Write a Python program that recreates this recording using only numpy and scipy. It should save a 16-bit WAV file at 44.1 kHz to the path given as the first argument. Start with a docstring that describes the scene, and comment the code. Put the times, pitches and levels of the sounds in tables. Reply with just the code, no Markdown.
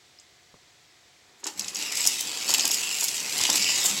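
"""A die-cast toy car rattles down a plastic spiral track, close to one microphone in a quiet room.
After a dull tap while it is held, the car is let go. Its hard wheels chatter over the plastic and
make the track sing and rumble; the metal body clacks against walls and joints and scrapes the outer
wall, and the bigger blows knock the hollow tower. Short echoes shift as the car circles, over a
few low thumps like handling noise, a soft hiss and a faint hum."""
import sys
import numpy as np
from scipy import signal
from scipy.io import wavfile
from scipy.ndimage import uniform_filter1d, map_coordinates

SR = 44100
rng = np.random.default_rng(int(sys.argv[2]) if len(sys.argv) > 2 else 0)


def waveform_to_disk(signal):
    """Save audio, clipped to [-1, 1], as 16-bit WAV at the path in sys.argv[1]."""
    frames = np.transpose(np.atleast_2d(signal))
    scaled = np.clip(frames, -1, 1) * 32767
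    samples = np.round(scaled).astype(np.int16)
    wavfile.write(sys.argv[1], SR, samples)


N = 176400
TIME = np.arange(N) / SR
CLACK_S = 0.004  # a clack's or ping's level is its energy spread over this span


def amp(db):
    """Decibels to gain."""
    return 10 ** (np.asarray(db) / 20)


def unit(x):
    """Scales to rms 1."""
    return x / np.sqrt(np.mean(x ** 2) + 1e-20)


def at_hz(points, hz):
    """Reads a table on a log-frequency axis."""
    freq_hz, value = np.transpose(points)
    return np.interp(np.log(hz + 1), np.log(freq_hz + 1), value)


def rolling(points):
    """Gain from a level curve; silent before its first point."""
    time_s, level_db = np.transpose(points)
    return amp(np.interp(TIME, time_s, level_db, left=-120))


def add(mix, start_s, sound):
    """Mixes a sound in at start_s."""
    part = mix[max(round(start_s * SR), 0):][:len(sound)]
    part += sound[:len(part)]


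def colour(x, points, size=2048):
    """Minimum-phase filter with the given spectrum."""
    gain_db = at_hz(points, abs(np.fft.fftfreq(size, 1 / SR)))
    log_gain = np.log(amp(np.maximum(gain_db, -100)))
    taps = np.fft.ifft(np.exp(np.conj(signal.hilbert(log_gain)))).real
    return signal.fftconvolve(x, taps)[:len(x)]


def resonate(x, hz, width_hz):
    """A resonance at a steady or moving pitch."""
    turn = np.exp(2j * np.pi * np.cumsum(hz * np.ones(len(x))) / SR)
    pole = np.exp(-np.pi * width_hz / SR)
    return 2 * (turn * signal.lfilter([1 - pole], [1, -pole], x / turn)).real


def resonate_twice(x, hz, width_hz):
    """Two equal resonances in series, for steeper flanks."""
    return resonate(resonate(x, hz, width_hz), hz, width_hz)


def bumps(per_s, spread_db):
    """Random tiny impacts of uneven size."""
    size = amp(spread_db * np.minimum(rng.exponential(1, N), 4)) * rng.choice([-1, 1], N)
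    return size * (rng.random(N) < per_s / SR)


def ring(clicks, decay_s, count=24, spots_per_s=14):
    """Each impact rings the spot of track under the car; every spot has its own dense, short modes."""
    t = TIME[:SR // 50]
    spot = (TIME * spots_per_s + 2 * rng.random(N)).astype(int) % count
    rings = rng.standard_normal((count, len(t))) * np.exp(-t / decay_s)
    return sum(signal.oaconvolve(clicks * (spot == k), unit(rings[k]))[:N] for k in range(count))


def axle_rattle(per_s=100, jitter=0.4, spread_db=2.5):
    """The loose axles tap in their slots at uneven intervals."""
    gap, size = rng.standard_normal((N // 100, 2)).T
    at = (np.cumsum(np.exp(jitter * gap)) * SR / per_s).astype(int)
    taps = np.zeros(N)
    taps[at[at < N]] = amp(spread_db * np.clip(size, -2, 2))[at < N]
    return ring(taps, decay_s=0.0019)


def wheels():
    """Hard wheels chatter over fine grit while their axles rattle."""
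    # Strength of the chatter along the run: time_s, level_db
    chatter = [(1.48, -41.5), (1.555, -58), (1.58, -42), (1.65, -47), (1.69, -37.5), (1.72, -48.5),
               (1.8, -34), (1.89, -38.5), (2.0, -33.5), (2.1, -32.5), (2.3, -36), (2.45, -36.5), (2.5, -31),
               (2.8, -32), (3.05, -32), (3.28, -35), (3.43, -29), (3.6, -30), (3.79, -28.5), (3.88, -31.5),
               (3.93, -31.5)]
    # Spectrum of wheels on plastic: freq_hz, gain_db
    wheel_colour = [(500, -30), (1500, -19), (2100, -6), (3000, -2.5), (4000, -3), (5200, 1), (6200, -3.5),
                    (7200, 0), (8000, -3), (9000, -13), (9800, -14.5), (11200, -9.5), (12500, -17.5),
                    (16000, -20.5)]
    grit = ring(bumps(per_s=3000, spread_db=3), decay_s=0.002)
    grit = unit(colour(grit, wheel_colour))
    rattle = unit(colour(axle_rattle(), wheel_colour))
    return rolling(chatter) * (amp(0.5) * grit + amp(-3.5) * rattle)


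def clacks(crack_decay_s=0.0028, shell_decay_s=0.0083, skid_s=0.00061):
    """Metal meets plastic: a short skid builds to a bright crack, then the shell rings faintly."""
    # Hits on walls and joints: start_s, rise_s, level_db, low_mid_share_db, top_share_db
    hits = [(0.1876, 0.0011, -46.5, -15, -17), (1.4293, 0.0036, -26.5, -24, -22),
            (1.4417, 0.0044, -35.5, -1, -5), (1.456, 0.0024, -25.5, -18, -6),
            (1.4586, 0.0069, -25.5, -9, -27), (1.466, 0.011, -38, 0, -15),
            (1.5844, 0.00056, -20, -14, -7.5), (1.6088, 0.0017, -32.5, -15, -26),
            (1.634, 0.00068, -30, -8, -28), (1.6699, 0.0037, -25, -9, -14), (1.7366, 0.0012, -27, -36, -6),
            (1.746, 0.00053, -30.5, -1, -16), (1.7571, 0.0008, -28.5, -16, -2),
            (1.8126, 0.0028, -25, -4, -9), (1.908, 0.0054, -24, -5, -5), (1.941, 0.0035, -25, -18, -3),
            (1.959, 0.0044, -20.5, -9, -2), (2.0414, 0.0015, -20.5, -12, -4), (2.052, 0.0037, -17, -22, -5),
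            (2.062, 0.00096, -10, -26, 1), (2.195, 0.0041, -21.5, -16, 4), (2.48, 0.0028, -19.5, -15, -2),
            (2.493, 0.0019, -18.5, -10, -6), (2.5011, 0.0016, -24, -21, -4), (2.5284, 0.00078, -13, -8, -3),
            (2.5308, 0.0077, -16, 2, -2), (2.572, 0.0009, -20, -9, -4), (2.584, 0.0023, -16, -5.5, -21),
            (2.5972, 0.0009, -19, -16, -15), (2.6402, 0.0043, -15.5, -15, -5),
            (2.6663, 0.00065, -20.5, -22, 6), (2.701, 0.0055, -17.5, -11, -1),
            (2.7322, 0.0016, -18, -12, -4.5), (2.997, 0.0032, -20.5, -13, -1),
            (3.0204, 0.0013, -22.5, -25, -6), (3.0298, 0.0019, -18, -23, 3),
            (3.069, 0.0058, -19.5, -14, -6), (3.1892, 0.0037, -25.5, -25, -8), (3.368, 0.0032, -22, -16, 0),
            (3.4015, 0.0037, -20, -4, -6), (3.414, 0.0026, -26, 0, -12), (3.4259, 0.0015, -17.5, -4, -14),
            (3.44, 0.003, -17, 1, -16), (3.456, 0.0013, -24, -10, -15), (3.489, 0.0026, -14, -17, -7),
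            (3.5172, 0.0032, -19, -14, -5), (3.544, 0.0042, -16.5, -29, -4), (3.56, 0.0018, -20.5, -2, 0),
            (3.5685, 0.00064, -21, -9, -13), (3.613, 0.0022, -20, -3, -19), (3.633, 0.00073, -19, -4, -14),
            (3.693, 0.0018, -23, -11, -25), (3.748, 0.0018, -22, -10, -8), (3.765, 0.0027, -25, -18, -14),
            (3.7935, 0.001, -24, -27, -5), (3.8455, 0.0061, -16.5, -13, -6), (3.8842, 0.0017, -23, -6, -12),
            (3.89, 0.0022, -24, -14, -9)]
    # Spectrum of a plain clack: freq_hz, gain_db
    clack_colour = [(300, -27), (1500, -26), (2800, -4), (4000, -2), (5200, 2), (7000, 5.5), (8000, 2),
                    (9200, -10.5), (11200, -7.5), (12500, -12), (16000, -20.5)]
    plain_low_db, plain_top_db = -11.5, -8  # shares that leave this spectrum untilted
    body_modes_hz, body_width_hz = (5154, 6630, 7500), 82
    out, t = np.zeros(N), np.arange(-SR // 100, SR // 12) / SR
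    skid = amp(-24) * np.exp(-abs(t) / skid_s)
    for start_s, rise_s, level_db, low_db, top_db in hits:
        rise = np.clip(t / max(rise_s, 0.0004), 0, 1)
        after = np.maximum(t - rise_s, 0)
        fall = np.exp(-after / crack_decay_s) + amp(-29) * np.exp(-after / shell_decay_s)
        burst = (skid + rise * fall) * rng.choice([-1, 1], len(t))
        tilt = [(3000, low_db - plain_low_db), (5000, 0), (8000, 0), (11000, top_db - plain_top_db)]
        crack = colour(colour(burst, clack_colour), tilt)
        # Each blow wakes the metal body's modes differently.
        body = sum(rng.random() * resonate(crack, hz, body_width_hz) for hz in body_modes_hz)
        clack = crack + amp(5) * body
        add(out, start_s, amp(level_db - 1.5) * clack / np.linalg.norm(clack) * np.sqrt(CLACK_S * SR))
    return out


def scrapes():
    """Where the car leans on the outer wall, fine slips swell and fade in a bright rasp."""
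    # Contacts with the wall: start_s, length_s, level_db
    contacts = [(1.368, 0.063, -63), (1.935, 0.14, -36), (2.456, 0.022, -36), (2.712, 0.066, -30),
                (2.953, 0.14, -34), (3.14, 0.056, -35.5), (3.544, 0.042, -29), (3.825, 0.055, -27.5),
                (3.862, 0.053, -29.5)]
    # Spectrum of the rasp: freq_hz, gain_db
    rasp_colour = [(2000, -33), (4500, -52), (6300, -7), (7500, 3), (8300, -3), (9500, -21), (11300, -10.5),
                   (16000, -19)]
    swell = np.zeros(N)
    for start_s, length_s, level_db in contacts:
        add(swell, start_s, amp(level_db) * np.hanning(round(length_s * SR)))
    slips = ring(bumps(per_s=1700, spread_db=5), decay_s=0.0015)
    return amp(3.5) * swell * unit(colour(slips, rasp_colour))


def pings(decay_s=0.002, width_hz=490):
    """A light touch rings one short, high mode of the plastic."""
    # Light touches of the car: start_s, pitch_hz, level_db
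    touches = [(0.1875, 5060, -47), (1.609, 5200, -29), (1.7563, 5630, -28), (2.042, 5270, -26),
               (2.708, 5470, -22), (3.411, 5060, -25), (3.5685, 4880, -31)]
    out, t = np.zeros(N), TIME[:SR // 20]
    shape = np.exp(-t / decay_s)
    for start_s, pitch_hz, level_db in touches:
        ping = resonate_twice(shape * rng.standard_normal(len(t)), pitch_hz, width_hz)
        add(out, start_s, amp(level_db) * ping / np.linalg.norm(ping) * np.sqrt(CLACK_S * SR))
    return out


def track():
    """The rolling wheels drive the track's moving ring, its hollow rumble and the tower's low drone."""
    # Ring of the track under the wheels: time_s, pitch_hz, level_db
    sing_curve = [(1.56, 2620, -50), (1.74, 2520, -47.5), (1.82, 2800, -35), (1.89, 2700, -34.5),
                  (1.93, 2060, -37.5), (2.02, 2450, -34), (2.1, 2670, -43.5), (2.42, 2680, -43.5),
                  (2.53, 2550, -32), (2.74, 2650, -49), (2.83, 2700, -30), (2.92, 2750, -31.5),
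                  (3.06, 2600, -42), (3.17, 2910, -38.5), (3.3, 2380, -39), (3.44, 3070, -35.5),
                  (3.59, 2620, -43), (3.68, 2840, -23), (3.78, 2760, -37), (4.0, 2450, -52)]
    # Strength of the rumble: time_s, level_db
    rumble_curve = [(1.2, -73), (1.43, -64), (1.55, -57.5), (1.6, -50), (1.72, -53.5), (1.81, -47),
                    (2.08, -48.5), (2.19, -51.5), (2.28, -48), (2.45, -47), (2.51, -43.5), (2.68, -49),
                    (2.78, -46.5), (3.03, -50), (3.28, -47), (3.52, -41), (3.62, -47.5), (3.8, -43),
                    (3.88, -42.5), (4.0, -46.5)]
    # Spectrum of the rumble: freq_hz, gain_db
    rumble_colour = [(88, -35), (150, -19.5), (187, -1), (220, 0), (382, 1), (548, -2.5), (591, -3.5),
                     (636, -5.5), (778, -0.5), (983, -2.5), (1230, -2.5), (1500, -4.5), (1900, -4.5),
                     (2470, -9.5), (4180, -120)]
    # Strength of the drone: time_s, level_db
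    drone_curve = [(1.56, -54), (1.6, -49), (1.72, -66), (2.1, -55.5), (2.35, -62), (2.52, -59.5),
                   (3.2, -58), (3.42, -49.5), (3.65, -51.5), (3.74, -56), (3.9, -44), (4.0, -46.5)]
    # Low modes of the tower: pitch_hz, width_hz, level_db
    tower_modes = [(60, 39, -42), (125.3, 34, -8), (203, 55, 0.5), (274, 125, -4.5)]
    drive = bumps(per_s=2500, spread_db=2)
    time_s, pitch_hz, level_db = np.transpose(sing_curve)
    ringing = resonate_twice(drive, np.interp(TIME, time_s, pitch_hz), width_hz=340)
    sing = rolling(np.c_[time_s, level_db]) * unit(ringing)
    rumble = rolling(rumble_curve) * unit(colour(drive, rumble_colour))
    modes = sum(amp(db) * unit(resonate_twice(drive, hz, width)) for hz, width, db in tower_modes)
    drone = rolling(drone_curve) * unit(modes)
    return amp(-5.5) * sing + amp(0.5) * (rumble + drone)


def dull_blows(blows, spectrum, decay_s):
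    """Blows on hollow plastic: short noise bursts of the given colour."""
    out, t = np.zeros(N), TIME[:SR // 8]
    shape = np.exp(-t / decay_s)
    for start_s, level_db in blows:
        blow = colour(shape * rng.standard_normal(len(t)), spectrum)
        add(out, start_s, amp(level_db) * unit(blow) * np.sqrt(np.mean(shape ** 2)))
    return out


def knocks():
    """The car's bigger blows shake the hollow track."""
    # Heavy hits: start_s, level_db
    blows = [(1.432, -41.5), (1.458, -33.5), (1.470, -38.5), (1.482, -37), (2.055, -34.5), (2.494, -30.5),
             (2.529, -32), (2.584, -32.5), (2.642, -28), (2.699, -35), (3.023, -34.5), (3.402, -32),
             (3.490, -25), (3.543, -32), (3.690, -34), (3.846, -32.5), (3.880, -36)]
    # Spectrum of a hollow knock: freq_hz, gain_db
    knock_colour = [(40, -83), (120, -31), (250, 2), (400, 1), (620, -1.5), (850, 5), (1200, -1),
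                    (2000, -3.5), (4000, -9), (8000, -86)]
    return amp(-2) * dull_blows(blows, knock_colour, decay_s=0.013)


def held_tap(start_s=0.5415, level_db=-42.5):
    """One dull tap while the car is still held."""
    # Spectrum of the tap: freq_hz, gain_db
    tap_colour = [(100, -5), (330, 3), (550, -2), (1050, 0), (1600, -20), (4000, -50)]
    return dull_blows([(start_s, level_db)], tap_colour, decay_s=0.002)


def thumps(pitch_hz=109, decay_s=0.0044):
    """Soft low thumps, a cycle or two each, like handling of the camera."""
    # Low thumps: start_s, peak_db
    low_thumps = [(0.544, -57), (1.589, -55), (2.509, -52), (3.407, -44)]
    out, t = np.zeros(N), TIME[:SR // 10]
    age = t / decay_s
    thump = age * np.exp(1 - age) * np.sin(2 * np.pi * pitch_hz * t)
    for start_s, peak_db in low_thumps:
        add(out, start_s, amp(peak_db) * thump)
    return out


def deck_resonance(x):
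    """The plastic decks add their own narrow resonances to the sound that shakes them."""
    # Modes of the decks: pitch_hz, width_hz, gain_db
    deck_modes = [(385, 24, -7), (592, 20, -6), (968, 45, -6), (1950, 40, -8), (2474, 40, -10),
                  (2906, 22, -7), (3495, 25, -9), (3897, 27, -6), (4474, 22, -8), (6129, 25, -13),
                  (6680, 55, -14)]
    return x + sum(amp(db) * resonate(x, hz, width) for hz, width, db in deck_modes)


def deck_reflection(x, lap_s=0.98, mid_delay_s=0.0008):
    """The deck throws sound back; the path lengthens and shortens each lap, so the colour shifts."""
    delay_s = mid_delay_s * 2 ** np.sin(2 * np.pi * TIME / lap_s)
    return x + amp(-11) * map_coordinates(x, [(TIME - delay_s) * SR], order=3)


def echoes(count=10, early_db=-10.5, tail_db=-11):
    """Early echoes from the decks of the tower, then the short tail of a furnished room."""
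    # Reverberation time of the room: freq_hz, t60_s
    room_decay = [(200, 0.71), (1000, 0.42), (4000, 0.32), (12000, 0.38)]
    early = np.zeros(SR // 30)
    early[rng.integers(SR // 400, len(early) // 2, count)] = rng.choice([-1, 1], count) / np.sqrt(count)
    hz, t, noise = signal.stft(rng.standard_normal(SR // 2), SR, nperseg=256)
    fade = amp(-60 * t / at_hz(room_decay, hz)[:, None])
    response = signal.istft(noise * fade, SR)[1]
    response[:SR // 200] = 0  # the tail reaches the microphone 5 ms late
    response *= amp(tail_db) / np.linalg.norm(response)
    add(response, 0, amp(early_db) * early)
    return response


def room(x, count=8, places_per_s=9):
    """Each place on the spiral has its own echoes; the car glides from one to the next."""
    out = x.copy()
    for k in range(count):
        away = abs((TIME * places_per_s - k) % count - count / 2)
        crossfade = np.cos(np.pi / 2 * np.minimum(away, 1))
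        out += signal.fftconvolve(x * crossfade, echoes())[:N]
    return out


def room_tone(hum_hz=720, waver_hz=6):
    """Soft steady hiss with a faint, slightly wavering hum."""
    # Spectrum of the quiet room: freq_hz, gain_db
    air_colour = [(25, -35), (60, -7.5), (120, -2.5), (220, -10.5), (350, -5), (550, -9), (900, -9),
                  (1400, -10), (2050, -5), (2800, -9), (3500, -6), (4700, -7), (8000, -12), (9300, -24),
                  (11000, -21.5), (12500, -28), (16000, -26)]
    hiss, drift = rng.standard_normal((2, N))
    pitch_hz = hum_hz + waver_hz * unit(uniform_filter1d(drift, SR // 20))
    hum = np.sin(2 * np.pi * np.cumsum(pitch_hz) / SR)
    return amp(-58) * unit(colour(hiss, air_colour)) + amp(-75.5) * unit(hum)


def scene():
    """The car on its track and the room around it, in mono at the microphone."""
    car = deck_reflection(wheels()) + scrapes() + track() + clacks() + pings() + knocks()
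    background = room_tone()
    foreground = deck_resonance(car) + thumps() + held_tap()
    return (room(foreground) + background)[None]


def record(dry):
    """The recorder cuts the treble above about 16 kHz."""
    lowpass = signal.firwin(511, 16050, window=("kaiser", 8), fs=SR)
    return signal.oaconvolve(dry, lowpass[None], "same")


dry = scene()
out = record(dry)
waveform_to_disk(out)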